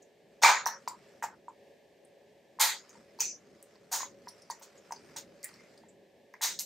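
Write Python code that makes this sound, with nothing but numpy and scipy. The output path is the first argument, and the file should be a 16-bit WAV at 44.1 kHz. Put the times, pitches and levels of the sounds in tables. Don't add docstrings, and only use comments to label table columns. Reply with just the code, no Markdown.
import sys
import numpy as np
from scipy import signal
from scipy.fft import rfft, irfft, next_fast_len
from scipy.io import wavfile
from scipy.ndimage import uniform_filter1d, map_coordinates

SR = 44100
rng = np.random.default_rng(int(sys.argv[2]) if len(sys.argv) > 2 else 0)


def file_out(sig):
    cols = np.atleast_2d(sig).T
    lim = np.clip(cols, -1, 1)
    pcm = np.round(lim * 32767).astype(np.int16)
    wavfile.write(sys.argv[1], SR, pcm)


def elevation(decibels):
    levels = np.asarray(decibels, float)
    return 10 ** (levels / 20)


N = 293265

# (time [s], peak level [dB], cap ring [Hz], edge level [dB])
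NAIL_TICKS = [(0.028, -38.5, 6100, -37.5), (0.658, -11.5, 5200, -16), (0.6726, -17, 5170, 11),
              (0.8765, -23, 5140, -26.5), (0.8831, -22, 6200, 4), (1.2296, -25, 6450, -15),
              (1.241, -25.5, 5470, -22.5), (2.8942, -31.5, 6220, -21), (3.19, -31, 4570, -10),
              (3.212, -18.5, 6300, -28), (3.2348, -12.5, 6600, -25), (3.255, -12, 6000, -30),
              (3.6273, -23, 9480, -6.5), (3.7563, -46, 4510, -35), (3.8394, -53.5, 4540, -21),
              (4.018, -20, 5570, -28.5), (4.2829, -32, 4860, -0.5), (4.5007, -32.5, 4560, 2),
              (4.509, -19.5, 5080, -19), (4.6333, -34, 6430, -13), (4.912, -37, 7800, -21),
              (4.9224, -18.5, 5400, -24), (5.1632, -20, 7740, -23), (5.43, -28.5, 6900, 5),
              (5.4441, -10, 9840, -3), (5.5405, -32.5, 4880, -11), (5.7766, -41, 4440, -25.5),
              (6.3383, -34, 5520, -42), (6.59, -10.5, 5320, -29), (6.594, -10, 6400, -2)]
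# (time [s], peak level [dB], cap ring [Hz], edge level [dB], key plate level [dB])
RELEASES = [
    (0.435, 1.5, 5503, -9.5, 1.5),
    (2.612, 1.5, 6530, 2.5, -9.5),
    (3.2051, -1, 5810, -23, -17.5),
    (3.9284, -12, 5920, 3, -10.5),
    (6.4376, -3, 6160, 2, -24.5),
]
# (time offset [s], level [dB])
CATCHES = [
    (-.017, -30.5),
    (-.009, -26),
    (.022, -10.5),
]


def ticks(lanes):
    t = np.arange(SR // 40) / SR
    catches = [(s + ds, db + loss_db, *tone) for s, db, *tone in RELEASES for ds, loss_db in CATCHES]
    flicks = [(*row, -20.5) for row in NAIL_TICKS]
    for k, (s, db, hz, edge_db, key_db) in enumerate(RELEASES + catches + flicks):
        cap = cluster(hz, 0.11, 26 / hz, t)
        snap = elevation(-21 - 60 * t / 0.0033) * np.diff(rng.standard_normal(len(t) + 1))
        edge = elevation(edge_db) * cluster(13200, 0.1, 0.003, t)
        key = elevation(key_db) * cluster(1950, 0.1, 0.003, t)
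        add(lanes, k, s, elevation(db + 7.0) * (cap + snap + edge + key))


# (resonance [Hz], width [Hz], level [dB])
CASE_MODES = [(857, 150, 5.5), (1320, 900, -6.5)]
# (resonance [Hz], width [Hz], level [dB])
KEY_MODES = [(1880, 970, -4.5), (2920, 2200, -5.5), (4070, 1200, -0.5)]
# (resonance [Hz], width [Hz], level [dB])
CAP_MODES = [(5348, 1300, -7.5), (6700, 310, 7), (8160, 10000, -6.5)]
# (resonance [Hz], width [Hz], level [dB])
EDGE_MODES = [(11500, 4500, -0.5), (14200, 1100, -1)]
# (time [s], peak level [dB], case level [dB], key level [dB], edge level [dB])
RATTLING_SLIPS = [(0.4201, -13.5, -3, -3.5, -23), (0.4694, -22.5, 6.5, 0.5, -27),
                  (0.6579, -35, 7.5, -6.5, 7.5), (1.2236, -35, 5, -12, -2.5), (2.5952, -14.5, -8, -2, 2.5),
                  (3.1961, -23.5, -19, -22.5, -16.5), (3.9141, -18.5, -12, -31, -9),
                  (4.0094, -40.5, -6, 5, -35.5), (4.6194, -38, -12.5, -14, -22),
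                  (5.1609, -28.5, -15, -8.5, -25.5), (6.4127, -17.5, -16.5, -8.5, -6.5),
                  (6.5945, -28.5, -23.5, -22, 7.5)]


def slips(lanes):
    t = np.arange(SR // 5) / SR
    light_swell_s, hard_swell_s = 0.0098, 0.022
    for k, (s, db, case_db, key_db, edge_db) in enumerate(RATTLING_SLIPS):
        hard = 1 / (1 + np.exp(-22.5 - db))
        u = t / (light_swell_s + hard * (hard_swell_s - light_swell_s))
        levels_db = (0, case_db + 4.0, key_db + 1.0, edge_db)
        hail = np.zeros(len(t))
        for modes, part_db in zip((CAP_MODES, CASE_MODES, KEY_MODES, EDGE_MODES), levels_db):
            contacts = rng.standard_normal(len(t)) * elevation(2.5 * rng.exponential(size=len(t)))
            hail += elevation(part_db) * unit(filtered(contacts, body(modes)))
        add(lanes, k + 2, s, elevation(db - 6.5) * hail * u * np.exp(1 - u))


# (time [s], peak level [dB], case ring [Hz], overtone level [dB])
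CASE_KNOCKS = [(0.42, -35, 940, -34), (0.436, -9.5, 906, 3.5), (0.447, -10.5, 1183, 7),
               (0.46, -11.5, 900, -2), (0.489, -12.5, 1000, 4.5), (0.663, -21, 930, 4),
               (0.876, -24, 980, -3), (1.225, -30.5, 908, 5.5), (1.24, -26.5, 903, -5),
               (1.482, -34, 956, -25.5), (2.588, -35.5, 1000, -6.5), (2.608, -23, 933, -24),
               (2.64, -27.5, 927, 11), (2.953, -50.5, 923, -6), (3.189, -40.5, 936, -1),
               (3.756, -59, 988, 4), (3.915, -45, 784, 11), (3.939, -33, 882, 15.5),
               (4.005, -33, 1043, 9.5), (4.031, -31, 1000, -0.5), (4.272, -38.5, 965, -2),
               (4.5, -28.5, 952, -10), (4.614, -50, 914, -3), (4.908, -33.5, 953, -10),
               (4.922, -30.5, 914, -2), (5.161, -41.5, 910, 4), (5.836, -53.5, 900, -10),
               (6.34, -45, 1000, 10), (6.41, -39.5, 930, 11), (6.447, -32, 954, 11)]


def knocks(lanes):
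    t = np.arange(SR // 10) / SR
    for k, (s, db, hz, over_db) in enumerate(CASE_KNOCKS):
        note = ring(hz, 0.025, t, 0.0005) + 0.4 * cluster(1.1 * hz, 0.17, 0.005, t)
        overtone = elevation(over_db + 1.0) * cluster(1.9 * hz, 0.068, 0.0059, t)
        add(lanes, k, s, elevation(db + 11.0) * (note + overtone))


# (time [s], peak level [dB], resonance [Hz])
PLATE_CREAKS = [(0.44, -19.5, 1501), (2.6141, -27.5, 2000), (3.0694, -62.5, 2090), (3.195, -38.5, 2518),
                (3.225, -42.5, 4260), (4.5003, -49.5, 1900), (5.4326, -42.5, 1950), (5.58, -55, 2120),
                (5.62, -57, 2160), (1.224, -44, 1664), (5.8252, -62.5, 1880)]
# (time [s], peak level [dB], resonance [Hz])
SIDE_RASPS = [(0.6624, -36.5, 4360), (0.8774, -31, 4860), (1.2346, -38, 5583), (4.2827, -37, 5370),
              (4.4194, -46, 5430), (4.5002, -34, 4670), (4.9212, -37, 5300), (4.96, -42.5, 4960),
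              (5.1654, -34, 6000), (5.4296, -41, 5050), (5.7748, -48, 4770), (6.3385, -46, 1750)]
# (time [s], peak level [dB], resonance [Hz])
TOP_SQUEAKS = [(0.02, -56, 6800), (0.6664, -26, 5890), (0.8796, -37, 7360), (1.2347, -36.5, 7170),
               (1.483, -60, 7380), (2.61, -25, 6700), (2.8944, -48.5, 6370), (3.2056, -21, 6060),
               (3.235, -33, 6800), (4.5071, -38.5, 7000), (4.7754, -51.5, 6800), (4.9101, -48.5, 7700),
               (5.4355, -38, 7350), (5.8845, -53, 7500), (6.4398, -24, 6100)]
# (time [s], peak level [dB], resonance [Hz])
RIM_HISSES = [
    (0.8844, -36.5, 9300),
    (2.0477, -49, 9460),
    (3.6267, -43, 9780),
    (4.2877, -36, 9820),
    (4.4189, -48.5, 9960),
    (4.4996, -33.5, 10040),
    (4.5953, -45, 12710),
    (4.9218, -44.5, 9300),
    (5.4441, -28.5, 9400),
    (5.7759, -55, 8740),
]


def rubs(lanes):
    t = np.arange(SR // 6) / SR
    kinds = ((PLATE_CREAKS, 0.013), (SIDE_RASPS, 0.0025), (TOP_SQUEAKS, 0.0052), (RIM_HISSES, 0.0026))
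    events = [(*row, swell_s) for rows, swell_s in kinds for row in rows]
    for k, (s, db, hz, swell_s) in enumerate(events):
        resonance = body([(hz, 0.17 * hz, 0)])
        rasp = unit(filtered(rng.standard_normal(len(t)), lambda f: resonance(f) ** 2))
        u = t / swell_s
        add(lanes, k, s, elevation(db - 2.5) * rasp * u * np.exp(1 - u))


# (time [s], level [dB])
DRAG_EFFORT = [(0, -92), (.4, -76.5), (0.801, -67.5), (1.1, -69.5), (1.4, -80), (1.6, -100.5), (2.5, -86),
               (2.85, -63), (3.1, -71.5), (4.15, -72), (4.4, -69), (4.75, -67.5), (5.1, -61.5),
               (5.3, -69.5), (5.5, -63), (5.8, -72.5), (6.1, -102.5), (6.65, -86.5)]
# (frequency [Hz], density [dB per Hz])
SKIN_COLOUR = [(1500, -120), (2000, -4), (3200, -8), (5000, 0.5), (8000, -7), (10700, -18), (13500, -16.5),
               (15200, -48)]


def scuff():
    drag_db = np.interp(np.arange(N) / SR, *np.transpose(DRAG_EFFORT))
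    grain = rng.standard_normal((2, N)) * elevation(2 * wobble(300) + 1.5 * wobble(18))
    ragged = patchy(grain, patch_db=2.8)
    hiss = unit(filtered(ragged, lambda hz: elevation(along(SKIN_COLOUR, hz))))
    hiss = elevation(-74 + 0.9 * (drag_db + 72.5)) * hiss
    dull = body([(1300, 1800, 0)])
    rub = elevation(drag_db - 2.0) * unit(filtered(grain, lambda hz: dull(hz) ** 2))
    return spread(*(hiss + rub))


# (frequency [Hz], density [dB per Hz])
RUMBLE_COLOUR = [(12, -69.5), (20, -27.5), (145, -12), (192, -7), (286, -9), (403, -3.5), (513, -6),
                 (600, -8), (780, -40), (1320, -120)]
# (frequency [Hz], density [dB per Hz])
AIR_COLOUR = [(180, -51), (300, -26), (409, -5.5), (515, -15.5), (559, -9), (750, -15.5), (898, -22.5),
              (1400, -43.5), (1700, -20), (1940, -25.5), (2250, -26), (4470, -33), (8800, -41),
              (10800, -50), (13200, -42), (15000, -45)]
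# (resonance [Hz], width [Hz], level [dB])
DUCT_TONES = [(210, 20, -11.5), (452, 75, -10), (559, 16, 8)]


def ventilation():
    drag_db = np.interp(np.arange(N) / SR, *np.transpose(DRAG_EFFORT))
    swell_db = 1.2 * wobble(3) + 2 * wobble(9)
    low = lambda hz: elevation(along(RUMBLE_COLOUR, hz)) / (1 + (hz / 420) ** 4)
    rumble = unit(filtered(rng.standard_normal((2, N)), low))
    rumble = elevation(swell_db - 65 + 0.15 * (drag_db + 73)) * rumble
    airy = lambda hz: elevation(along(AIR_COLOUR, hz)) / (1 + (hz / 14900) ** 30)
    air = elevation(-65 + 1.0 * wobble(6)) * unit(filtered(rng.standard_normal((2, N)), airy))
    ducts = elevation(-67.5 + 2.4 * wobble(7)) * unit(filtered(rng.standard_normal((2, N)), body(DUCT_TONES)))
    return spread(*(rumble + air + ducts))


# (frequency [Hz], t60 [s], echo level [dB])
ROOM_DECAY = [(500, .7, -5.5), (1000, 0.7, -5.5), (2500, 0.43, 3.5), (6000, 0.63, -3.5),
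              (10000, 0.66, -6.5), (15000, 0.25, -2)]
# (delay [s], level [dB])
NEAR_WALLS = [
    (.0045, -3),
    (.013, -8.5),
    (0.025, -18.5),
    (.039, -19),
]
TAILS = 4


def room(lanes):
    hz, t, z = signal.stft(rng.standard_normal((TAILS, 2, SR // 3)), SR, nperseg=256)
    fall_db = 60 * (t / along(ROOM_DECAY, hz)[:, None]) + 260 * t ** 2
    tail = signal.istft(z * elevation(-fall_db), SR, nperseg=256)[1]
    time = np.arange(tail.shape[-1]) / SR
    walls = sum(elevation(db + 15.5) * np.exp(-((time - delay) / 0.00052) ** 2) for delay, db in NEAR_WALLS)
    tail = tail * (1 - np.exp(-time / 0.0096) + walls)
    tail = tail / np.linalg.norm(tail, axis=-1, keepdims=True)
    tail = filtered(tail, lambda f: elevation(along(ROOM_DECAY, f, column=2)))
    early = np.exp(-(time / 0.045) ** 2)
    m = next_fast_len(lanes.shape[-1] + len(time))
    source = rfft(lanes, m)[:, None]

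    def echo(part):
        return spread(*irfft((source * rfft(part, m)).sum(axis=0), m)[:, :N])

    late = suppressor(patchy(echo(tail * (1 - early)), patch_db=2.5))
    return lanes.sum(axis=0)[:N] + echo(tail * early) + late


# (frequency [Hz], level [dB per bin])
CLOSING_LEVEL = [(300, -71.5), (900, -60), (2500, -74.5), (6000, -71), (10000, -69.5), (15000, -70)]


def suppressor(x):
    hz, t, z = signal.stft(x, SR, nperseg=512)
    power = np.mean(np.abs(z) ** 2, axis=0)
    power = np.abs(uniform_filter1d(uniform_filter1d(power, size=15, axis=0), size=5, axis=1))
    shut = elevation(along(CLOSING_LEVEL, hz))[:, None] ** 2
    return signal.istft(z * (power / (power + shut)) ** 1.5, SR, nperseg=512)[1][:, :N]


def patchy(x, patch_db):
    z = signal.stft(x, nperseg=512)[2]
    field = uniform_filter1d(uniform_filter1d(rng.standard_normal(z.shape[1:]), size=7, axis=0), size=10, axis=1)
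    return signal.istft(z * elevation(patch_db * unit(field)), nperseg=512)[1][:, :N]


# (frequency [Hz], side minus mid [dB])
STEREO_WIDTH = [(60, -20), (200, -14), (700, -9.5), (2400, -9), (8000, -5), (10800, -5), (12500, -14),
                (14000, -30)]


def spread(mid, side):
    side = filtered(side, lambda hz: elevation(along(STEREO_WIDTH, hz)))
    return np.array([mid + side, mid - side])


def cluster(hz, scatter, t60, t):
    total = np.zeros(len(t))
    for detune, level, sign in rng.standard_normal((6, 3)):
        mode = ring(hz * (1 + scatter * np.clip(detune, -2, 2)), t60, t)
        total += elevation(2 * level - 8.0) * np.sign(sign) * mode
    return total


def ring(hz, t60, t, rise=0.0009):
    return np.sin(2 * np.pi * hz * t) * elevation(-60 * t / t60) * (1 - np.exp(-t / rise))


def body(modes):
    def response(f):
        total = 0
        for k, (c, w, db) in enumerate(modes):
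            total = total + (-1) ** k * elevation(db) * 1j * f * w / (c * c - f * f + 1j * f * w)
        return total
    return response


def add(lanes, k, s, sound):
    lanes[k % TAILS, round(s * SR):][:len(sound)] += sound


def wobble(rate):
    return map_coordinates(rng.standard_normal(int(N * rate / SR) + 4), [np.arange(N) * rate / SR])


def unit(x):
    return x / np.sqrt(np.mean(x ** 2) + 1e-20)


def along(points, hz, column=1):
    table = np.transpose(points)
    return np.interp(np.log(hz + 1), np.log(table[0] + 1), table[column])


def filtered(x, response):
    m = next_fast_len(x.shape[-1] + 8192)
    return irfft(rfft(x, m) * response(np.fft.rfftfreq(m, 1 / SR)), m)[..., :x.shape[-1]]


# (frequency [Hz], level [dB])
MIC_COLOUR = [(150, -28), (350, -4), (700, -1.5), (2400, -1.5), (3100, -1.5), (4200, -2.5), (8500, 0),
              (10700, -11), (12500, -6.5), (15500, -4)]


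def scene():
    lanes = np.zeros((TAILS, N + SR // 2))
    for add_source in (ticks, slips, knocks, rubs):
        add_source(lanes)
    lanes = filtered(elevation(-5.5) * lanes, lambda hz: elevation(along(MIC_COLOUR, hz)))
    return room(lanes) + scuff() + ventilation()


def roll_off(x):
    return signal.sosfilt(signal.butter(12, 16650, fs=SR, output="sos"), x)


def record(dry):
    rounded = dry / (1 + np.abs(dry / 0.6) ** 4) ** (1 / 4)
    treble = lambda hz: (1 - np.tanh((hz - 15750) / 90)) / 2
    bass = lambda hz: hz ** 3 / (hz ** 3 + 55 ** 3)
    mix = filtered(rounded, lambda hz: treble(hz) * bass(hz))
    return roll_off(mix)


dry = scene()
out = record(dry)
file_out(out)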